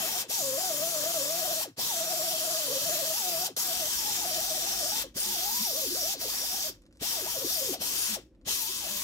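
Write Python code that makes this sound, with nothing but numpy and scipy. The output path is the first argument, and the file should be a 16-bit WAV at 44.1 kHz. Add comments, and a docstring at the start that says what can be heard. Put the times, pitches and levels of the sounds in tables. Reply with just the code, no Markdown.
"""A hiss of exhaust air and a wavering whine: an air die grinder dresses the weld on a steel tube in a
dry workshop, an arm's length from a phone's two microphones. The vane motor sings at four times its
shaft rate, racing when free and sagging when the disc bites. Air hisses with every pull of the trigger,
grit rings the tube, and the tool clicks lightly in the hands in the later pauses."""
import sys
import numpy as np
from scipy import signal
from scipy.fft import rfft, irfft, next_fast_len
from scipy.io import wavfile
from scipy.ndimage import uniform_filter1d

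SR = 44100
rng = np.random.default_rng(int(sys.argv[2]) if len(sys.argv) > 2 else 0)


def transcribe(signal):
    """Save signal, clipped to [-1, 1], as a 16-bit WAV file at the path in sys.argv[1]."""
    frames = np.atleast_2d(signal).T
    limited = np.clip(frames, -1, 1)
    pcm = np.round(limited * 32767).astype(np.int16)
    wavfile.write(sys.argv[1], SR, pcm)


N = 398223
T = np.arange(N) / SR


def undb(db):
    """Decibels to gain."""
    return 10 ** (np.asarray(db) / 20)


def unit(x):
    """Scale to rms 1."""
    return x / np.sqrt(np.mean(x ** 2))


def curves(table):
    """The columns of a table, joined by straight lines in time."""
    s, *columns = np.transpose(table)
    return [np.interp(T, s, c) for c in columns]


def shape(x, response):
    """Filter by a response given as a function of frequency."""
    size = next_fast_len(N + 4096, True)
    freq = np.maximum(np.arange(size // 2 + 1) * SR / size, 1)
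    return irfft(rfft(x, size) * response(freq), size)[..., :N]


def colour(x, hz, db):
    """Filter by a spectrum of a few points."""
    return shape(x, lambda f: undb(np.interp(np.log(f), np.log(hz), db)))


def resonance(f, hz, width):
    """Response of one mode, gain 1 at its centre."""
    return 1 / (1 + 1j * (f / hz - hz / f) * hz / width)


def walk(rate, t=T):
    """A random curve with `rate` knots a second and a spread near 1."""
    knots = rng.standard_normal(16384)
    return 1.2 * np.interp(t * rate, np.arange(len(knots)), knots)


def phase(hz):
    """Phase in radians of a moving frequency."""
    return 2 * np.pi * np.cumsum(hz) / SR


def since(s):
    """Seconds elapsed since a moment, zero before it."""
    return np.maximum(T - s, 0)


def window(start, end, fade):
    """A stretch of time: its samples, their times, and a gain ramped at both ends."""
    span = slice(int(max(start, 0) * SR), int(max(end, start + fade) * SR))
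    return span, T[span], np.clip(np.minimum(T[span] - start, end - T[span]) / fade, 0, 1)


def mics(x, lag_samples=7):
    """Direct sound reaches the left microphone first."""
    return np.array([x, np.pad(x, (lag_samples, 0))[:N]])


def reflections(x, t60, delay):
    """A short diffuse tail, different at each microphone."""
    t = T[:SR // 2]
    tail = rng.standard_normal((2, len(t))) * undb(-60 * t / t60) * (t > delay)
    tail /= np.sqrt(np.sum(tail ** 2, axis=1, keepdims=True))
    return signal.fftconvolve(np.atleast_2d(x), tail, axes=1)[:, :N]


KICK_SHARE = .55  # the rotor starts this far into the rise of the air
LOADED_HZ, LOOSE_HZ = 170, 135.56  # the shaft races above the first; vanes rattle below the second
# shaft speed as the disc bites and frees, one curve a run: t/s, f/Hz
SHAFT_SPEEDS = [
    [(0, 196.4), (.04, 157.9), (.1, 215), (.17, 176.5), (.21, 280)],
    [(.35, 254), (.43, 138.1), (.56, 130.3), (.6, 186.4), (.67, 188), (.75, 140.8), (.89, 174), (1, 143.6),
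     (1.13, 179.4), (1.21, 134.5), (1.39, 176.7), (1.6, 151.3), (1.63, 280)],
    [(1.85, 290), (1.95, 168.9), (2.55, 165.6), (2.7, 136.5), (2.92, 166.4), (3.03, 150.4), (3.12, 164.5),
     (3.18, 237.6), (3.24, 186.3), (3.37, 159.3), (3.44, 188.5), (3.465, 259)],
    [(3.58, 318), (3.63, 213), (3.71, 168.5), (3.78, 194.7), (3.865, 144.2), (3.9, 259.5), (4.04, 213.7),
     (4.3, 178.2), (4.6, 174), (4.71, 193.5), (4.84, 156), (5.01, 240.7)],
    [(5.19, 195), (5.32, 226.3), (5.38, 165), (5.54, 235.2), (5.63, 258), (5.69, 166), (5.735, 128),
     (5.78, 163.3), (5.84, 128.5), (5.88, 64), (5.94, 95.6), (5.98, 195), (6.03, 145.5), (6.13, 214.3)],
    [(6.23, 194), (6.27, 80), (6.305, 290), (6.345, 181.6), (6.39, 285), (6.425, 125), (6.47, 273.3),
     (6.51, 170.8), (6.56, 212), (6.68, 143.1)],
    [(7.05, 230), (7.12, 295), (7.17, 171.7), (7.21, 147.8), (7.235, 68.5), (7.28, 215), (7.32, 251),
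     (7.365, 145.2), (7.45, 99.5), (7.53, 198.7), (7.63, 135), (7.69, 129.2), (7.72, 70.2), (7.74, 219.6)],
    [(7.85, 242.6), (7.98, 326.5), (8.07, 260), (8.15, 245)],
    [(8.54, 293.6), (8.66, 210.9), (8.75, 290), (8.87, 160), (8.92, 279.5), (8.98, 249.6), (9.03, 263)],
]
# runs of the tool: start t/s, release t/s, rise/s, air/dB, relative rush/dB, relative sizzle/dB,
# jet left minus right/dB, vane tone/dB, relative disc contact/dB, snag/share of speed, thump/dB, burst/dB
# at 3.563 s the grinding cuts in abruptly with a sharp burst of hiss; the other runs are trigger pulls
RUNS = [(-.2, 0.217, .03, -37, -8.5, -0.5, -1.5, -41.5, -11.5, 0.031, -45, -45),
        (0.274, 1.635, 0.028, -36, -13, 0, -2, -41, -12.5, 0.0095, -44, -49),
        (1.759, 3.467, 0.034, -36, -14, -1.5, -2.5, -39, -14, .013, -41, -38),
        (3.563, 5.022, .003, -37, -13, -0.5, -1, -40, -10, 0.031, -55, -28),
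        (5.136, 6.136, 0.033, -37, -19, -1.5, -3.3, -47.5, -9.5, 0.02, -37, -39),
        (6.159, 6.691, .055, -39, -14.5, -0.5, -3, -48, -7, 0.049, -47, -57),
        (6.989, 7.741, .04, -37.5, -11.5, -0.5, 0, -45.5, -10, .045, -35.5, -37),
        (7.782, 8.151, .036, -36.5, -12, -1.5, 0.5, -42.5, -10.5, 0.026, -37.5, -51),
        (8.444, 9.2, .036, -39.5, -15, -2, 0, -45.5, -12, 0.0136, -38, -52)]
def trigger(spin_up_s=.017, coast_s=.04, tone_rise_s=.016, tone_hold_s=.011):
    """In each run the air rises and the rotor spins up; on release the air dies and the rotor coasts."""
    shut_db_per_s, drain_db_per_s, fade_db_per_s = 590, 329, 330
    flow, voice, shaft_hz = np.full((3, N), 1e-6)
    for (start, release, rise, *_), speed in zip(RUNS, SHAFT_SPEEDS):
        running, released = since(start + KICK_SHARE * rise), since(release)
        onset = np.minimum(since(start) / rise, 1) ** 2
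        # the valve shuts fast; the air left in the tool drains more slowly
        air = np.maximum(undb(-shut_db_per_s * released), undb(-6.5 - drain_db_per_s * released))
        flow = np.maximum(flow, onset * air)
        forming = 1 - np.exp(-running / tone_rise_s)
        voice = np.maximum(voice, forming * undb(-fade_db_per_s * since(release + tone_hold_s)))
        spin = (1 - np.exp(-running / spin_up_s)) * np.exp(-released / coast_s)
        shaft_hz = np.maximum(shaft_hz, spin * curves(speed)[0])
    return 20 * np.log10(flow), 20 * np.log10(voice), shaft_hz


def grip():
    """The way the tool is held stays the same until the next run starts."""
    rows = np.array(RUNS)
    return rows[np.searchsorted(rows[1:, 0], T), 3:-2].T


# hands and sleeve shading the jet from the microphones: t/s, air/dB, top sizzle/dB, low rush/dB
SHADE = [(0, -0.5, 0.5, -1), (1.5, -1.06, 0, 0.5), (2.9, 1, 0, 0.5), (3.2, 0, 1.5, 0.5),
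         (4.2, -0.5, -0.5, 1), (4.8, 0.5, -1.5, -0.5), (5.25, -1, 1.5, 6), (5.68, 0, 3, 3.5),
         (6.4, -0.5, 1.5, 2), (7.05, -1, 0, 1), (7.3, -2.5, 2, 2), (7.55, 1, -0.5, -5.5),
         (7.85, -1, 1, -0.5), (8.1, -2.5, -.5, 1), (8.5, 4, -2, 3.5), (8.63, 0, 3.5, -0.5),
         (8.79, -0.5, -2, 0.5), (9, 0.5, 0, 2.5)]
def airflow(flow_db, shaft_hz, air_db, rush_db, sizzle_db, db_per_octave=2):
    """A faster rotor passes more air; the jet dulls as its pressure falls."""
    shade_db, shade_top_db, shade_low_db = curves(SHADE)
    speed_db = db_per_octave * np.log2(np.maximum(shaft_hz / LOADED_HZ, .5))
    slack_db = np.minimum(-flow_db, 23)
    return (air_db + flow_db + shade_db + speed_db,
            rush_db + shade_low_db + .41 * slack_db,
            sizzle_db + shade_top_db - .31 * slack_db)


# exhaust spectrum at the microphones, an arm's length off: f/Hz, left level/dB, right level/dB
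JET_SPECTRUM = [(60, -15.5, -18), (252, -11.5, -16.5), (1000, -15.5, -12.5), (1640, -11.5, -11.5),
                (2420, -11.5, -17), (3170, -1, -7.5), (4430, 2.5, 3), (5100, 4, 2.5), (7580, 7, 3.5),
                (8400, 4.5, -30), (11200, 0, -16), (12600, 2.3, -3.5), (14200, 1, -7), (15700, -2, -10.5)]
def exhaust(shaft, air_db, rush_db, sizzle_db):
    """A turbulent jet throbs with the vanes: low rush, hissing core and top sizzle."""
    throb = 1 + .2 * np.sin(4 * shaft) + .05 * np.sin(shaft)
    direct = mics(rng.standard_normal(N))
    scattered = colour(rng.standard_normal((2, N)), hz=[300, 1000, 2500, 12000], db=[-14.5, -17, 3.5, 8.5])
    left, right = direct + scattered
    hz, left_db, right_db = np.transpose(JET_SPECTRUM)
    jet = np.array([colour(left, hz, left_db), colour(right, hz, right_db)]) * throb
    rush = shape(jet, lambda f: 1 / (1 + (f / 2800) ** 6))
    sizzle = shape(jet, lambda f: 1 / (1 + (9500 / f) ** 12))
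    core = jet - rush - sizzle
    jet = unit(core) + undb(rush_db + 6.5) * unit(rush) + undb(sizzle_db + 4) * unit(sizzle)
    return jet * undb(air_db + .5 * walk(70))


def swirl(x, depth_db, size=512):
    """The colour of the hiss drifts in soft patches, about 0.1 s long and a kilohertz wide."""
    spectra = signal.stft(x, nperseg=size)[2]
    bands = uniform_filter1d(rng.standard_normal(spectra.shape[1:]), size=9, axis=0)
    patches = unit(uniform_filter1d(bands, size=20, axis=1))
    return signal.istft(spectra * undb(depth_db * patches), nperseg=size)[1][:, :N]


def rotor(shaft_hz, brake, snag):
    """Shaft angle and tone level: snags, rattling slow vanes and racing make the speed uneven."""
    racing_hz = np.maximum(shaft_hz - LOADED_HZ, 0)
    rattle = .18 * np.maximum(1 - shaft_hz / LOOSE_HZ, 0)
    flutter = .0001494 * racing_hz
    jitter = (snag + rattle + flutter) * (walk(60) + walk(220))
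    shaft = phase(shaft_hz * (1 - brake + jitter))
    # the note stutters as the disc catches, breaks off at random and thins when racing
    catch_db = 63 * snag * walk(35)
    dropout_db = 16.5 * np.clip(2 * (walk(80) - 1.3), 0, 1)
    return shaft, catch_db - dropout_db - .17 * racing_hz


# partials of the motor: multiple of the shaft rate, level/dB
MOTOR_HARMONICS = [(1, -18.5), (2, -16), (3, -20), (4, 3), (5, -45), (6, -25), (7, -21), (8, -16.5),
                   (12, -23)]
# resonances of the tool body: f/Hz, level/dB
BODY_SPECTRUM = [(40, -18), (135, 4.5), (205, -8.5), (270, 1), (350, 3.5), (440, -4), (520, 2.5), (600, -3),
                 (1200, 2), (4000, -12)]
# swells and dips in the loudness of the motor's whine: t/s, level/dB
WHINE_SWELLS = [(.35, -0.5), (.52, 2.5), (1.35, 2.5), (1.63, -1), (1.8, 3), (2.1, -2), (3.4, 0),
                (3.86, -3.5), (3.95, -9), (4.05, 1), (4.6, -4), (5.3, 2.5), (5.58, 12), (5.72, 2.5),
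                (5.9, 2), (7.32, 0.5), (7.65, 2), (8, 3), (8.1, -5.5), (8.55, 5.5), (8.8, -3.5), (9, 1.5)]
def motor(shaft, tone_db):
    """Four vanes puff once each per turn; small differences between them add the lower harmonics."""
    tone = sum(undb(db) * np.sin(k * shaft + rng.uniform(0, 2 * np.pi)) for k, db in MOTOR_HARMONICS)
    swell_db, = curves(WHINE_SWELLS)
    chatter_db = 1.5 * walk(55) + 1.4 * walk(260)  # the disc chatters
    tone = colour(tone * undb(tone_db + swell_db + chatter_db + 2.5), *np.transpose(BODY_SPECTRUM))
    # the bench sends back a late copy that beats against the gliding pitch
    tone = tone + .12 * np.interp(T - .011, T, tone)
    near = reflections(tone, t60=.12, delay=.003)
    return mics(tone + undb(-10) * near[0]) * undb([[.7], [-.7]]) + undb(-26) * near


# modes of the steel tube clamped at the bench: f/Hz, width/Hz, level/dB
TUBE_MODES = [(2290, 60, -45), (3160, 180, -18), (3580, 190, 4), (5276, 670, 9.5), (6030, 240, -0.5),
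              (7300, 130, -15), (9240, 260, 2), (12600, 400, -10), (12800, 120, -1), (14200, 160, -2)]
def grinding(shaft, grit_db, strikes_per_s=7000):
    """Grit strikes the weld, hardest once a turn where the disc runs high, and rings the tube."""
    strikes = (rng.random(N) < strikes_per_s / SR) * rng.standard_normal(N)
    force_db = 1.6 * np.minimum(rng.exponential(size=N), 5) + 2.1 * np.sin(shaft)
    grit = unit(strikes * undb(force_db)) * undb(grit_db)
    ring = shape(grit, lambda f: sum(undb(db) * resonance(f, hz, width) for hz, width, db in TUBE_MODES))
    tube = mics(ring) + reflections(ring, t60=.036, delay=.00031)
    return undb(10) * tube + mics(grit) * undb([[-15], [-21]])


def kicks():
    """A run sets in with a burst of hiss and a low thump, on a trigger pull the first slow vane puffs."""
    thumps, bursts, t = np.zeros(N), np.zeros(N), T[:SR // 8]
    for start, _, rise, *_, thump_db, burst_db in RUNS:
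        first = int((start + KICK_SHARE * rise) * SR)
        if first < 0:
            continue
        span = slice(first, first + len(t))
        chirp = np.sin(2 * np.pi * (90 * t + 7000 * t ** 2))
        rumble = 3 * uniform_filter1d(rng.standard_normal(len(t)), size=40)
        thump = (chirp + rumble) * (1 - np.exp(-t / .009)) * np.exp(-t / .01)
        thumps[span] += undb(thump_db) * thump / np.abs(thump).max()
        bursts[span] += undb(burst_db) * rng.standard_normal(len(t)) * np.exp(-t / .013)
    return mics(thumps + colour(bursts, hz=[500, 2000, 5000, 15000], db=[-4, -15, -1, -8]))


# tube and disc singing out, left of centre: start t/s, end t/s, f/Hz, width/Hz, level/dB
SQUEALS = [(0.344, 1.597, 10200, 100, -47), (0.349, 1.6, 6800, 1200, -40), (1.9, 3.45, 10100, 99.2, -45.5),
           (1.9, 3.304, 13700, 129, -52), (3.95, 4.6, 5330, 260, -50.5), (5.3, 5.032, 5285, 220, -45),
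           (4.787, 4.89, 5270, 150, -37), (7.054, 8.15, 4199, 835, -51), (5.247, 6.68, 4400, 1200, -45),
           (5.349, 5.85, 5110, 430, -45.5), (5.25, 6.15, 11000, 80, -54), (5.25, 6.148, 15000, 70, -50),
           (5.25, 6.147, 15350, 60.07, -47), (5.253, 6.6, 15600, 65, -56), (7.448, 7.697, 5350, 400, -43),
           (8.458, 8.629, 3260, 1204, -45), (8.602, 9.1, 3400, 700, -48)]
def squeals():
    """Narrow resonances fed by the random rubbing of the disc."""
    out = np.zeros(N)
    for start, end, hz, width, db in SQUEALS:
        span, t, gain = window(start, end, fade=.036)
        ring = signal.lfilter(*signal.iirpeak(hz, hz / width, fs=SR), rng.standard_normal(len(t)))
        out[span] += undb(db) * unit(ring) * gain
    return mics(out) * undb([[1], [-4]])


# the disc bouncing on the weld: first bite t/s, end t/s, rate/Hz, swing/share of speed
BOUNCES = [(0.718, 1.354, 12.5, 0.017), (1.428, 1.61, 16.1, .07), (2.012, 2.622, 14.8, 0.056),
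           (2.695, 3.079, 15, 0.074), (4.191, 4.92, 15.5, .075)]
def bouncing():
    """Each bounce presses the disc in and brakes the motor; the note breaks while the speed jumps."""
    brake, break_db = np.zeros((2, N))
    for start, end, hz, swing in BOUNCES:
        span, t, gain = window(start - .5 / hz, end, fade=.0251)
        bite = np.tanh(1.83 * np.cos(2 * np.pi * hz * (t - start) + .26 * walk(5, t)))
        brake[span] += swing * gain * bite
        break_db[span] += 65 * swing * gain * (bite ** 2 - .65)
    return brake, break_db


# brief low hums of the spinning tool: start t/s, end t/s, f/Hz, level/dB
HUMS = [(2.67, 2.737, 441, -39), (5.256, 5.356, 354, -46), (5.252, 5.348, 200, -50),
        (5.513, 5.565, 215, -45), (5.583, 5.647, 203, -39.5), (8.081, 8.165, 201, -44),
        (8.677, 8.727, 360, -44.5), (8.822, 9.023, 590, -51.5), (8.88, 9.027, 199.7, -51.5)]
def hums():
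    """The unbalanced disc gives wavering hums, near the shaft rate or twice that."""
    out = np.zeros(N)
    for start, end, hz, db in HUMS:
        span, t, gain = window(start, end, fade=.033)
        out[span] += gain * undb(db + 2 * walk(60, t)) * np.sin(phase(hz + 14 * walk(80, t)))
    return mics(out)


# room tone of the workshop: f/Hz, level/dB
ROOM_SPECTRUM = [(25, -6.5), (50, 6), (75, -4.5), (130, -11.5), (260, -5), (340, -4), (430, -23.5),
                 (520, -12), (750, -33), (2000, -40), (6000, -51), (15000, -61)]
# its rise from near silence: t/s, level/dB
ROOM_LEVEL = [(0, -88), (3.5, -90), (3.65, -56), (6.9, -58), (9.0, -56.5)]
def room_tone():
    """Low drone of the workshop, nearly the same at both microphones."""
    level_db, = curves(ROOM_LEVEL)
    noise = rng.standard_normal(N) + .2 * rng.standard_normal((2, N))
    return unit(colour(noise, *np.transpose(ROOM_SPECTRUM))) * undb(level_db + .48 * walk(6.7))


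# air whistling in the valve, left of centre: start t/s, end t/s, start f/Hz, end f/Hz, level/dB
WHISTLES = [(5.165, 5.25, 9500, 9000, -33), (7.967, 8.07, 8700, 10800, -32),
            (8.49, 8.59, 11200, 13200, -38)]
def whistles():
    """Airy whistles of the valve that glide in pitch."""
    out = np.zeros(N)
    for start, end, from_hz, to_hz, db in WHISTLES:
        span, t, gain = window(start, end, fade=.018)
        hz = np.interp(t, [start, end], [from_hz, to_hz]) + 260 * walk(1500, t)
        out[span] += gain * undb(db + 3.7 * walk(300, t)) * np.sin(phase(hz))
    return mics(out) * undb([[2], [-3]])


# the tool clicking in the hands, an arm's length off: t/s, level/dB, f/Hz
CLICKS = [(6.8195, -48.5, 8200), (6.836, -70, 8480), (6.8548, -58, 4950), (6.864, -49, 4760),
          (6.909, -66, 10980), (6.9261, -52, 5020), (6.951, -59, 7010), (6.957, -54, 6320),
          (6.971, -50.5, 8520), (8.3486, -72, 3500), (8.4131, -61, 6010)]
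def clicks(knock_hz=1400):
    """Small dry ticks of the trigger and hose coupling, each with a dull knock of the housing."""
    out, t = np.zeros(N), T[:SR // 25]
    for s, db, hz in CLICKS:
        snap = rng.standard_normal(len(t)) * (np.exp(-t / .0011) + .25 * np.exp(-t / .017))
        tick = signal.lfilter(*signal.iirpeak(hz, Q=1, fs=SR), snap)
        bump = rng.standard_normal(len(t)) * np.exp(-t / .0074)
        knock = signal.lfilter(*signal.iirpeak(knock_hz, Q=.7, fs=SR), bump)
        span = slice(int(s * SR), int(s * SR) + len(t))
        out[span] += undb(db) * tick / np.abs(tick).max() + undb(-61) * knock / np.abs(knock).max()
    out = colour(out, hz=[9500, 14000], db=[0, -14])
    return mics(out) + undb(-12) * reflections(out, t60=.14, delay=.002)


def scene():
    """Shaft speed and air flow drive the tool at the bench; the workshop answers faintly."""
    flow_db, voice_db, shaft_hz = trigger()
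    air_db, rush_db, sizzle_db, aim_db, tone_db, contact_db, snag = grip()
    air_db, rush_db, sizzle_db = airflow(flow_db, shaft_hz, air_db, rush_db, sizzle_db)
    brake, break_db = bouncing()
    shaft, rotor_db = rotor(shaft_hz, brake, snag)
    jet = exhaust(shaft, air_db, rush_db, sizzle_db) * undb([aim_db / 2, -aim_db / 2])
    hiss = swirl(jet + grinding(shaft, air_db + contact_db), depth_db=1.46)
    # the steel bench adds a fine, steady ripple to the spectrum of the hiss
    hiss = hiss + undb(-12) * reflections(hiss, t60=.045, delay=.0012)
    whine = motor(shaft, tone_db + voice_db + break_db + rotor_db)
    tool = hiss + whine + kicks() + squeals() + hums() + whistles()
    # the far walls give back little treble
    walls = signal.lfilter(*signal.butter(2, 7000, fs=SR), reflections(tool, t60=.27, delay=.0027))
    return tool + undb(-19.5) * walls + room_tone() + clicks()


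def record(dry):
    """The phone thins the deepest bass and cuts the top."""
    bass_hz, top_hz = 38, 15700
    thinned = signal.sosfilt(signal.butter(2, bass_hz, "high", fs=SR, output="sos"), dry)
    return signal.sosfilt(signal.ellip(10, .2, 75, top_hz, fs=SR, output="sos"), thinned)


dry = scene()
out = record(dry)
transcribe(out)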